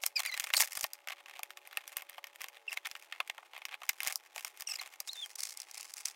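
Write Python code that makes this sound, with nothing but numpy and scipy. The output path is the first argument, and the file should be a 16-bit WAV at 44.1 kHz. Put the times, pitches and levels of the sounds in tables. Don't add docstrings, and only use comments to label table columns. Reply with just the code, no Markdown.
import sys
import numpy as np
from scipy import signal
from scipy.fft import rfft, irfft, next_fast_len
from scipy.io import wavfile
from scipy.ndimage import map_coordinates

SR = 44100
rng = np.random.default_rng(int(sys.argv[2]) if len(sys.argv) > 2 else 0)


def store_wav(level_fs):
    pcm = np.round(np.clip(np.atleast_2d(level_fs), -1, 1) * 32767)
    wavfile.write(sys.argv[1], SR, pcm.T.astype(np.int16))


N = 271319
TIME = np.arange(N) / SR
TOP_HZ = 16400
LEAD = SR // 250


def amp(db):
    return 10 ** (np.asarray(db) / 20)


def unit(x):
    return x / np.sqrt(np.mean(x ** 2) + 1e-20)


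def along(points, hz):
    f, v = np.transpose(points)
    return np.interp(np.log(hz + 1), np.log(f + 1), v)


def add(track, s, sound):
    part = track[max(round(s * SR), 0):][:len(sound)]
    part += sound[:len(part)]


def wobble(rate):
    return map_coordinates(rng.standard_normal(int(N * rate / SR) + 4), [TIME * rate])


def coloured(x, spectrum, size=4096):
    gain = amp(along(spectrum, np.fft.rfftfreq(size, 1 / SR)))
    cepstrum = irfft(np.log(gain))
    cepstrum[1:size // 2] *= 2
    cepstrum[size // 2 + 1:] = 0
    return signal.fftconvolve(x, irfft(np.exp(rfft(cepstrum))))[:len(x)]


def resonate(x, modes, direct, scatter_db):
    m = next_fast_len(len(x) + 4096)
    f = np.fft.rfftfreq(m, 1 / SR)
    body = 0
    for hz, width, db in modes:
        strength = amp(db + scatter_db * rng.standard_normal())
        body += strength * 1j * f * width / (hz * hz - f * f + 1j * f * width)
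    return irfft(rfft(x, m) * (body + direct), m)[:len(x)]


def burst(rise_t60, crack_t60, ring_t60, ring_db):
    t = (np.arange(SR // 8) - LEAD) / SR
    after = np.maximum(t, 0)
    stretch = np.exp(.4 * rng.standard_normal())
    graze = amp(60 * np.minimum(t, 0) / (rise_t60 * stretch))
    crack = amp(-60 * after / (crack_t60 * stretch))
    chatter_db = map_coordinates(4 * rng.standard_normal(64), [after * 450])
    chatter = amp(ring_db + chatter_db - 60 * after / ring_t60)
    return graze * (crack + chatter) * rng.standard_normal(len(t))


def struck(x, db):
    return amp(db) * x / np.sqrt(np.sum(x[:LEAD + SR // 200] ** 2) / (SR // 200))


# f/Hz, relative level/dB
AIR_SPECTRUM = [(25, -36), (180, -34.5), (250, -29), (330, -9), (560, -7.5), (820, -3), (1150, -8),
                (1700, -14), (3500, -17.5), (7000, -24), (15000, -30.5)]
# f/Hz, level/dB, silent by t/s
HUM_TONES = [(573, -74.5, 3.16), (841, -75, 6.3)]
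def room_tone(air_db):
    air = amp(air_db + 0.2 * wobble(3)) * unit(coloured(rng.standard_normal(N), AIR_SPECTRUM))
    for hz, db, until in HUM_TONES:
        tone = unit(np.sin(2 * np.pi * hz * TIME + 0.32 * wobble(4.5)))
        fade = np.clip((until - TIME) / 0.23, 0, 1)
        air += amp(db + 0.88 * wobble(4.2)) * tone * fade
    return air


# t/s, f/Hz, level/dB
WHINE_GLIDE = [(1.3, 345, -100), (1.45, 365, -82), (1.68, 381, -81.5), (2.049, 541, -86), (2.42, 525, -81),
               (2.7, 424, -77.5), (2.95, 365, -100)]
def whine():
    s, hz, db = np.transpose(WHINE_GLIDE)
    phase = 2 * np.pi * np.cumsum(np.interp(TIME, s, hz)) / SR
    tone = unit(np.sin(phase + .5 * wobble(16)))
    return amp(np.interp(TIME, s, db)) * tone * (TIME > s[0]) * (TIME < s[-1])


# f/Hz, t60/s
ROOM_DECAY = [(300, 0.09), (2000, 0.15), (14000, 0.18)]
def reverb(x):
    hz, t, noise = signal.stft(rng.standard_normal(SR // 3), SR, nperseg=256)
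    decay = amp(-60 * t / along(ROOM_DECAY, hz)[:, None])
    tail = signal.istft(noise * decay, SR, nperseg=256)[1]
    return signal.fftconvolve(x, np.pad(tail / np.linalg.norm(tail), (SR // 200, 0)))[:N]


# t/s, relative level/dB
LOW_THUMPS = [(0.062, -58), (0.774, -54), (0.838, -53), (1.394, -75), (2.415, -67), (2.915, -66),
              (3.202, -85), (3.893, -60), (4.073, -51)]
def low_thumps(t60, gain_db):
    out, t = np.zeros(N), np.arange(SR // 10) / SR
    rise = 1 - np.exp(-t / 0.00021)
    for s, db in LOW_THUMPS:
        add(out, s, amp(db + gain_db - 60 * t / t60) * rise)
    return out


# f/Hz, width/Hz, relative level/dB
PANEL_MODES = [(611, 84, -9.5), (799, 180, -1), (1114, 150, -0.5), (1360, 380, 0)]
# f/Hz, gain/dB
PANEL_COLOUR = [(100, -41.5), (280, -20), (480, -6), (750, 3.5), (1200, 2), (1900, -16.5), (4000, -58)]
def panels(force, direct, scatter_db=0):
    return coloured(resonate(force, PANEL_MODES, direct, scatter_db), PANEL_COLOUR)


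# f/Hz, width/Hz, relative level/dB
PLATE_MODES = [(1856, 45, -6), (2143, 130, -1.5), (2488, 540, -2.5), (3176, 60, -12.5), (3430, 150, -14.5)]
# f/Hz, gain/dB
PLATE_COLOUR = [(350, -43.5), (1050, -8.5), (1600, 1), (2500, -0.5), (3300, -0.5), (4300, -5.5),
                (7000, -26), (16000, -55.5)]
def clasp_plate(force, direct, scatter_db=0):
    return coloured(resonate(force, PLATE_MODES, direct, scatter_db), PLATE_COLOUR)


# f/Hz, width/Hz, relative level/dB
STEEL_MODES = [(4850, 130, -2), (5610, 1100, -8), (6840, 440, -16.5), (8880, 730, -11.5), (12050, 2500, -8),
               (13750, 490, 0)]
KEY_MODES = [(13000, 1300, 5)]
# f/Hz, gain/dB
STEEL_COLOUR = [(1500, -37.5), (3500, -7), (5000, 2.5), (7000, 3.5), (10000, 0.5), (15500, -5)]
def steel_parts(force, direct, scatter_db=0, with_key=False):
    modes = STEEL_MODES + KEY_MODES if with_key else STEEL_MODES
    return coloured(resonate(force, modes, direct, scatter_db), STEEL_COLOUR)


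def contact(tick, knock_db, clack_db):
    push = burst(rise_t60=0.0074, crack_t60=0.019, ring_t60=0.05, ring_db=-11)
    knock = panels(push, direct=.35, scatter_db=2.5)
    blow = burst(rise_t60=0.003, crack_t60=0.006, ring_t60=0.044, ring_db=-13)
    clack = clasp_plate(blow, direct=.4, scatter_db=3.5)
    out = struck(clack, clack_db)
    add(out, 0.00053, struck(knock, knock_db))
    add(out, 0.00017, tick)
    return out


# f/Hz, gain/dB
RUSTLE_COLOUR = [(200, -80.5), (1200, -47), (3200, -15), (5000, 1), (6900, -2), (10000, -5), (12400, -12.5),
                 (15500, -13)]
# t/s, relative level/dB
CONTENT_CRACKLES = [(5.358, -39), (5.406, -34.5), (5.435, -32), (5.574, -39.5), (5.602, -38), (5.619, -42),
                    (5.713, -44.5), (5.745, -44.5), (5.779, -39.5), (5.810, -40.5), (5.939, -38.5),
                    (6.0567, -28), (6.0845, -38.5)]
def crackles(gain_db, knock_gain_db, clack_gain_db):
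    out = np.zeros(N)
    for s, db in CONTENT_CRACKLES:
        snap = burst(rise_t60=0.008, crack_t60=0.0047, ring_t60=0.03, ring_db=-19)
        crackle = struck(coloured(snap, RUSTLE_COLOUR), db + gain_db)
        add(out, s - LEAD / SR, contact(crackle, db + knock_gain_db, db + clack_gain_db))
    return out


# scrape level/dB, rattle level/dB (both relative)
HAND_TOUCH = (-67, -75.5)
# t/s, length/s, scrape level/dB, rattle level/dB (both relative)
SLIDE_STROKES = [(0.029, 0.035, -57, -46.5), (0.188, 0.016, -41, -42.5), (0.232, 0.29, -51.5, -55),
                 (0.539, 0.1, -47.5, -36.5), (0.637, 0.052, -55.5, -57), (0.717, 0.078, -51.5, -46.5),
                 (0.84, 0.0046, -46, -36.5), (1.085, 0.046, -47.5, -59), (1.173, 0.032, -53.5, -65.5),
                 (1.293, 0.08, -50, -60), (1.712, 0.14, -59.5, -70), (1.881, 0.057, -54, -57.5),
                 (1.962, 0.05, -52.5, -60), (2.091, 0.1, -55.5, -64), (2.397, 0.057, -49.5, -57),
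                 (2.546, 0.025, -51.5, -61.5), (2.718, 0.014, -44, -47.5), (2.77, 0.012, -47.5, -57),
                 (2.839, 0.041, -54.5, -65), (2.912, 0.13, -59.5, -62.5), (3.13, 0.03, -56.5, -72),
                 (3.553, 0.031, -49, -64), (3.687, 0.02, -53.5, -66), (3.724, 0.021, -47.5, -63),
                 (3.798, 0.17, -59.5, -63), (3.989, 0.15, -50.5, -54), (4.24, 0.024, -61.5, -64),
                 (4.349, 0.083, -59, -59), (4.468, 0.038, -53.5, -54), (4.569, 0.034, -54.5, -54),
                 (4.68, 0.08, -53, -51.5), (4.785, 0.083, -47, -53), (4.916, 0.032, -49, -51.5),
                 (5.066, 0.054, -58.5, -52), (5.146, 0.18, -62, -58), (5.391, 0.14, -58.5, -49.5),
                 (5.57, 0.16, -60, -61.5), (5.748, 0.059, -55.5, -54), (5.828, 0.098, -60, -56),
                 (5.962, 0.047, -56, -50.5), (6.052, 0.057, -55.5, -51.5)]
def slide_levels(rise_t60, fall_t60):
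    power = amp(HAND_TOUCH)[:, None] ** 2 * np.ones(N)
    for s, length, *levels_db in SLIDE_STROKES:
        near = slice(max(round((s - .1) * SR), 0), round((s + length + .2) * SR))
        t = TIME[near] - s
        shape_db = -60 * (np.maximum(-t, 0) / rise_t60 + np.maximum(t - length, 0) / fall_t60)
        power[:, near] += amp(np.array(levels_db)[:, None] + shape_db) ** 2
    return np.sqrt(power)


def rubbing(slips_per_s, slip_spread_db, glide_db, panel_db, rattle_gain_db, lid_open_s):
    scrape_gain, rattle_gain = slide_levels(rise_t60=0.05, fall_t60=0.068)
    slips = (rng.random(N) < slips_per_s / SR) * amp(-slip_spread_db * rng.random(N))
    relaxing = signal.lfilter([1], [1, -np.exp(-1 / (0.0014 * SR))], slips)
    catches = unit(relaxing) + amp(glide_db)
    pressure = amp(2.5 * wobble(35))
    drag = pressure * catches ** 0.85 * rng.standard_normal((3, N))
    hollow = unit(panels(drag[0], direct=0.15))
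    plate = unit(clasp_plate(drag[1], direct=.5))
    steel = unit(steel_parts(pressure * catches * rng.standard_normal(N), direct=1))
    rustle = unit(coloured(drag[2], RUSTLE_COLOUR))
    inside = np.clip((TIME - lid_open_s) / 0.036, 0, 1)
    fine = (1 - inside) * steel + inside * rustle
    return scrape_gain * (plate + amp(panel_db) * hollow) + amp(rattle_gain_db) * rattle_gain * fine


SQUEAK_OVERTONES = [-3, -12, -32, -25]
# t/s, length/s, starting f/Hz, share of pitch lost, relative level/dB, brightness/dB
PIVOT_SQUEAKS = [(0.158, 0.048, 2563, 0.21, -31.5, 3.5), (0.246, 0.022, 2290, 0.19, -38.5, 6),
                 (0.272, 0.038, 2410, 0.18, -35.5, 2), (0.323, 0.032, 2023, 0.023, -36, -1),
                 (0.552, 0.053, 4540, 0.21, -31.5, -1), (0.567, 0.022, 4780, 0.032, -28.5, -15),
                 (2.68, 0.021, 2770, 0.12, -35.5, -11.5), (2.719, 0.012, 2800, 0.16, -36, -4),
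                 (4.672, 0.017, 2940, 0.123, -33, 7.5), (4.693, 0.032, 2813, 0.1, -36, 6),
                 (4.732, 0.014, 2970, 0.076, -41, -1), (4.755, 0.0073, 2590, 0.061, -30.5, 11),
                 (4.793, 0.012, 2220, 0.126, -38, 0)]
# t/s, f/Hz, relative level/dB
LID_SQUEAL = [(5.092, 3730, -42), (5.112, 4332, -57.5), (5.14, 4089, -55), (5.158, 3588, -50.5),
              (5.214, 3559, -51.5), (5.232, 3378, -39.5), (5.242, 3185, -46), (5.26, 3157, -46)]
def squeaks(flutter_db, sag_db, gain_db, squeal_bright_db, squeal_gain_db):
    out = np.zeros(N)
    harmonics = np.arange(1, len(SQUEAK_OVERTONES) + 2)[:, None]
    waver = 0.009 * wobble(500) + 0.024 * wobble(2500)
    grip_db = flutter_db * np.array([wobble(130) for _ in harmonics])
    stutter_db = 2.5 * wobble(170)
    strokes = [([s, s + length], [hz, hz * (1 - sag)], [db, db - sag_db], bright_db, gain_db)
               for s, length, hz, sag, db, bright_db in PIVOT_SQUEAKS]
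    strokes.append((*np.transpose(LID_SQUEAL), squeal_bright_db, squeal_gain_db))
    for s, hz, db, bright_db, lift_db in strokes:
        on = (TIME > s[0] - .002) & (TIME < s[-1] + .002)
        t = TIME[on]
        pitch = np.interp(t, s, hz) * (1 + waver[on] * amp(bright_db / 4))
        partial_db = np.r_[0, bright_db + np.array(SQUEAK_OVERTONES)][:, None] + grip_db[:, on]
        partials = amp(partial_db) * (harmonics * pitch < TOP_HZ)
        phase = 2 * np.pi * np.cumsum(pitch) / SR
        tone = unit(np.sum(partials * np.sin(harmonics * phase), axis=0))
        fade = np.clip(np.minimum(t - t[0], t[-1] - t) / 0.0053, 0, 1)
        out[on] += tone * fade * amp(np.interp(t, s, db) + lift_db + stutter_db[on])
    return out


# t/s, then relative level/dB of tick, knock and clack
METAL_CONTACTS = [(0.0353, -18, -41, -28.5), (0.062, -9.5, -46.5, -35.5), (0.2504, -27, -54, -33.5),
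                  (0.2596, -21, -52, -30.5), (0.3401, -27, -48, -33.5), (0.3745, -22, -56, -33.5),
                  (0.397, -16, -54, -31), (0.4037, -21, -55, -36), (0.4399, -22, -52, -35.5),
                  (0.4693, -28.5, -47, -37), (0.5016, -30, -47.5, -33), (0.5362, -15, -39, -19.5),
                  (0.544, -21, -42, -27), (0.5736, -21, -40.5, -40), (0.599, -10, -37.5, -29),
                  (0.6034, -19, -38.5, -23), (0.621, -17, -37, -27), (0.6332, -34, -46, -32.5),
                  (0.673, -29, -62, -43), (0.72, -29, -64, -42.5), (0.7721, -16, -43.5, -36),
                  (0.8087, -17.5, -52, -41), (0.8406, -14.5, -38, -29), (0.9327, -19.5, -68, -55),
                  (1.0722, -31, -46, -36.5), (1.0844, -28, -56, -34), (1.258, -42, -56.5, -45),
                  (1.3915, -29.5, -41, -44), (1.4313, -23, -50.5, -34), (1.504, -31, -54.5, -41.5),
                  (1.5708, -30.5, -54, -42.5), (1.6725, -35, -56.5, -46.5), (1.728, -42, -60, -44),
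                  (1.7709, -21, -41.5, -26), (1.8765, -28, -68, -46), (1.9675, -16, -50, -34),
                  (2.02, -33, -53, -42.5), (2.095, -28, -66, -44.5), (2.1801, -42, -42, -41.5),
                  (2.2406, -30.5, -55, -37), (2.2684, -34.5, -63, -49), (2.3575, -35, -67, -48),
                  (2.4155, -25, -65, -38.5), (2.4408, -25.5, -49, -36.5), (2.4833, -30.5, -58, -44.5),
                  (2.7716, -29, -53, -28), (2.8524, -43, -57, -35), (2.8554, -26.5, -50.5, -34),
                  (2.8691, -29, -48, -36), (2.9122, -28.5, -57, -41.5), (2.9512, -36, -48, -38),
                  (3.1228, -33.5, -57.5, -32.5), (3.2016, -27, -34, -25), (3.275, -36.5, -67, -45),
                  (3.2973, -25, -44.5, -29.5), (3.3792, -37.5, -48, -41.5), (3.4276, -66, -51.5, -53.5),
                  (3.5329, -45, -50, -44.5), (3.5768, -39.5, -49.5, -45), (3.6174, -46, -52.5, -41.5),
                  (3.6515, -22.5, -49.5, -33), (3.817, -44, -46, -44), (3.8325, -39, -45.5, -43.5),
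                  (3.8907, -10, -49, -28.5), (3.8934, -17.5, -44, -25), (4.003, -23.5, -51, -29),
                  (4.0308, -20.5, -54, -38), (4.048, -24, -50, -42), (4.0722, -11, -49, -31),
                  (4.123, -19.5, -52, -39), (4.1559, -12.5, -49, -57), (4.36, -25, -44, -38.5),
                  (4.3785, -26, -51.5, -36), (4.4465, -18, -45.5, -36.5), (4.6063, -24, -54, -47),
                  (4.6205, -23, -53, -41.5), (4.8124, -27, -48, -40), (5.0017, -19, -51.5, -43),
                  (5.131, -25.5, -66, -57), (5.2589, -31, -58, -46)]
def clasp_and_key(key_from_s, key_until_s, knock_gain_db, clack_gain_db, tick_gain_db):
    out = np.zeros(N)
    for s, tick_db, knock_db, clack_db in METAL_CONTACTS:
        snap = burst(rise_t60=.002, crack_t60=.0028, ring_t60=.055, ring_db=-21)
        steel = steel_parts(snap, direct=.6, scatter_db=4, with_key=key_from_s < s < key_until_s)
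        tick = amp(tick_db + tick_gain_db) * steel / np.max(np.abs(steel))
        blow = contact(tick, knock_db + knock_gain_db, clack_db + clack_gain_db)
        add(out, s - 0.0025, blow)
    return out


def scene():
    case = clasp_and_key(key_from_s=1.42, key_until_s=2.5,
                         knock_gain_db=-1, clack_gain_db=-3.5, tick_gain_db=-1.5)
    case += crackles(gain_db=-0.5, knock_gain_db=-33.5, clack_gain_db=-17)
    case += rubbing(slips_per_s=300, slip_spread_db=26.5, glide_db=-14.5,
                    panel_db=-8.5, rattle_gain_db=2, lid_open_s=5.03)
    case += squeaks(flutter_db=4.5, sag_db=9.5, gain_db=-0.5, squeal_bright_db=-23, squeal_gain_db=4)
    close = case + low_thumps(t60=0.0027, gain_db=16)
    return (close + amp(-30.5) * reverb(close) + room_tone(air_db=-70) + whine())[None]


def record(dry):
    m = next_fast_len(N + SR // 2)
    passband = np.clip((TOP_HZ - np.fft.rfftfreq(m, 1 / SR)) / 600, 0, 1)
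    return irfft(rfft(dry, m) * passband, m)[..., :N]


dry = scene()
out = record(dry)
store_wav(out)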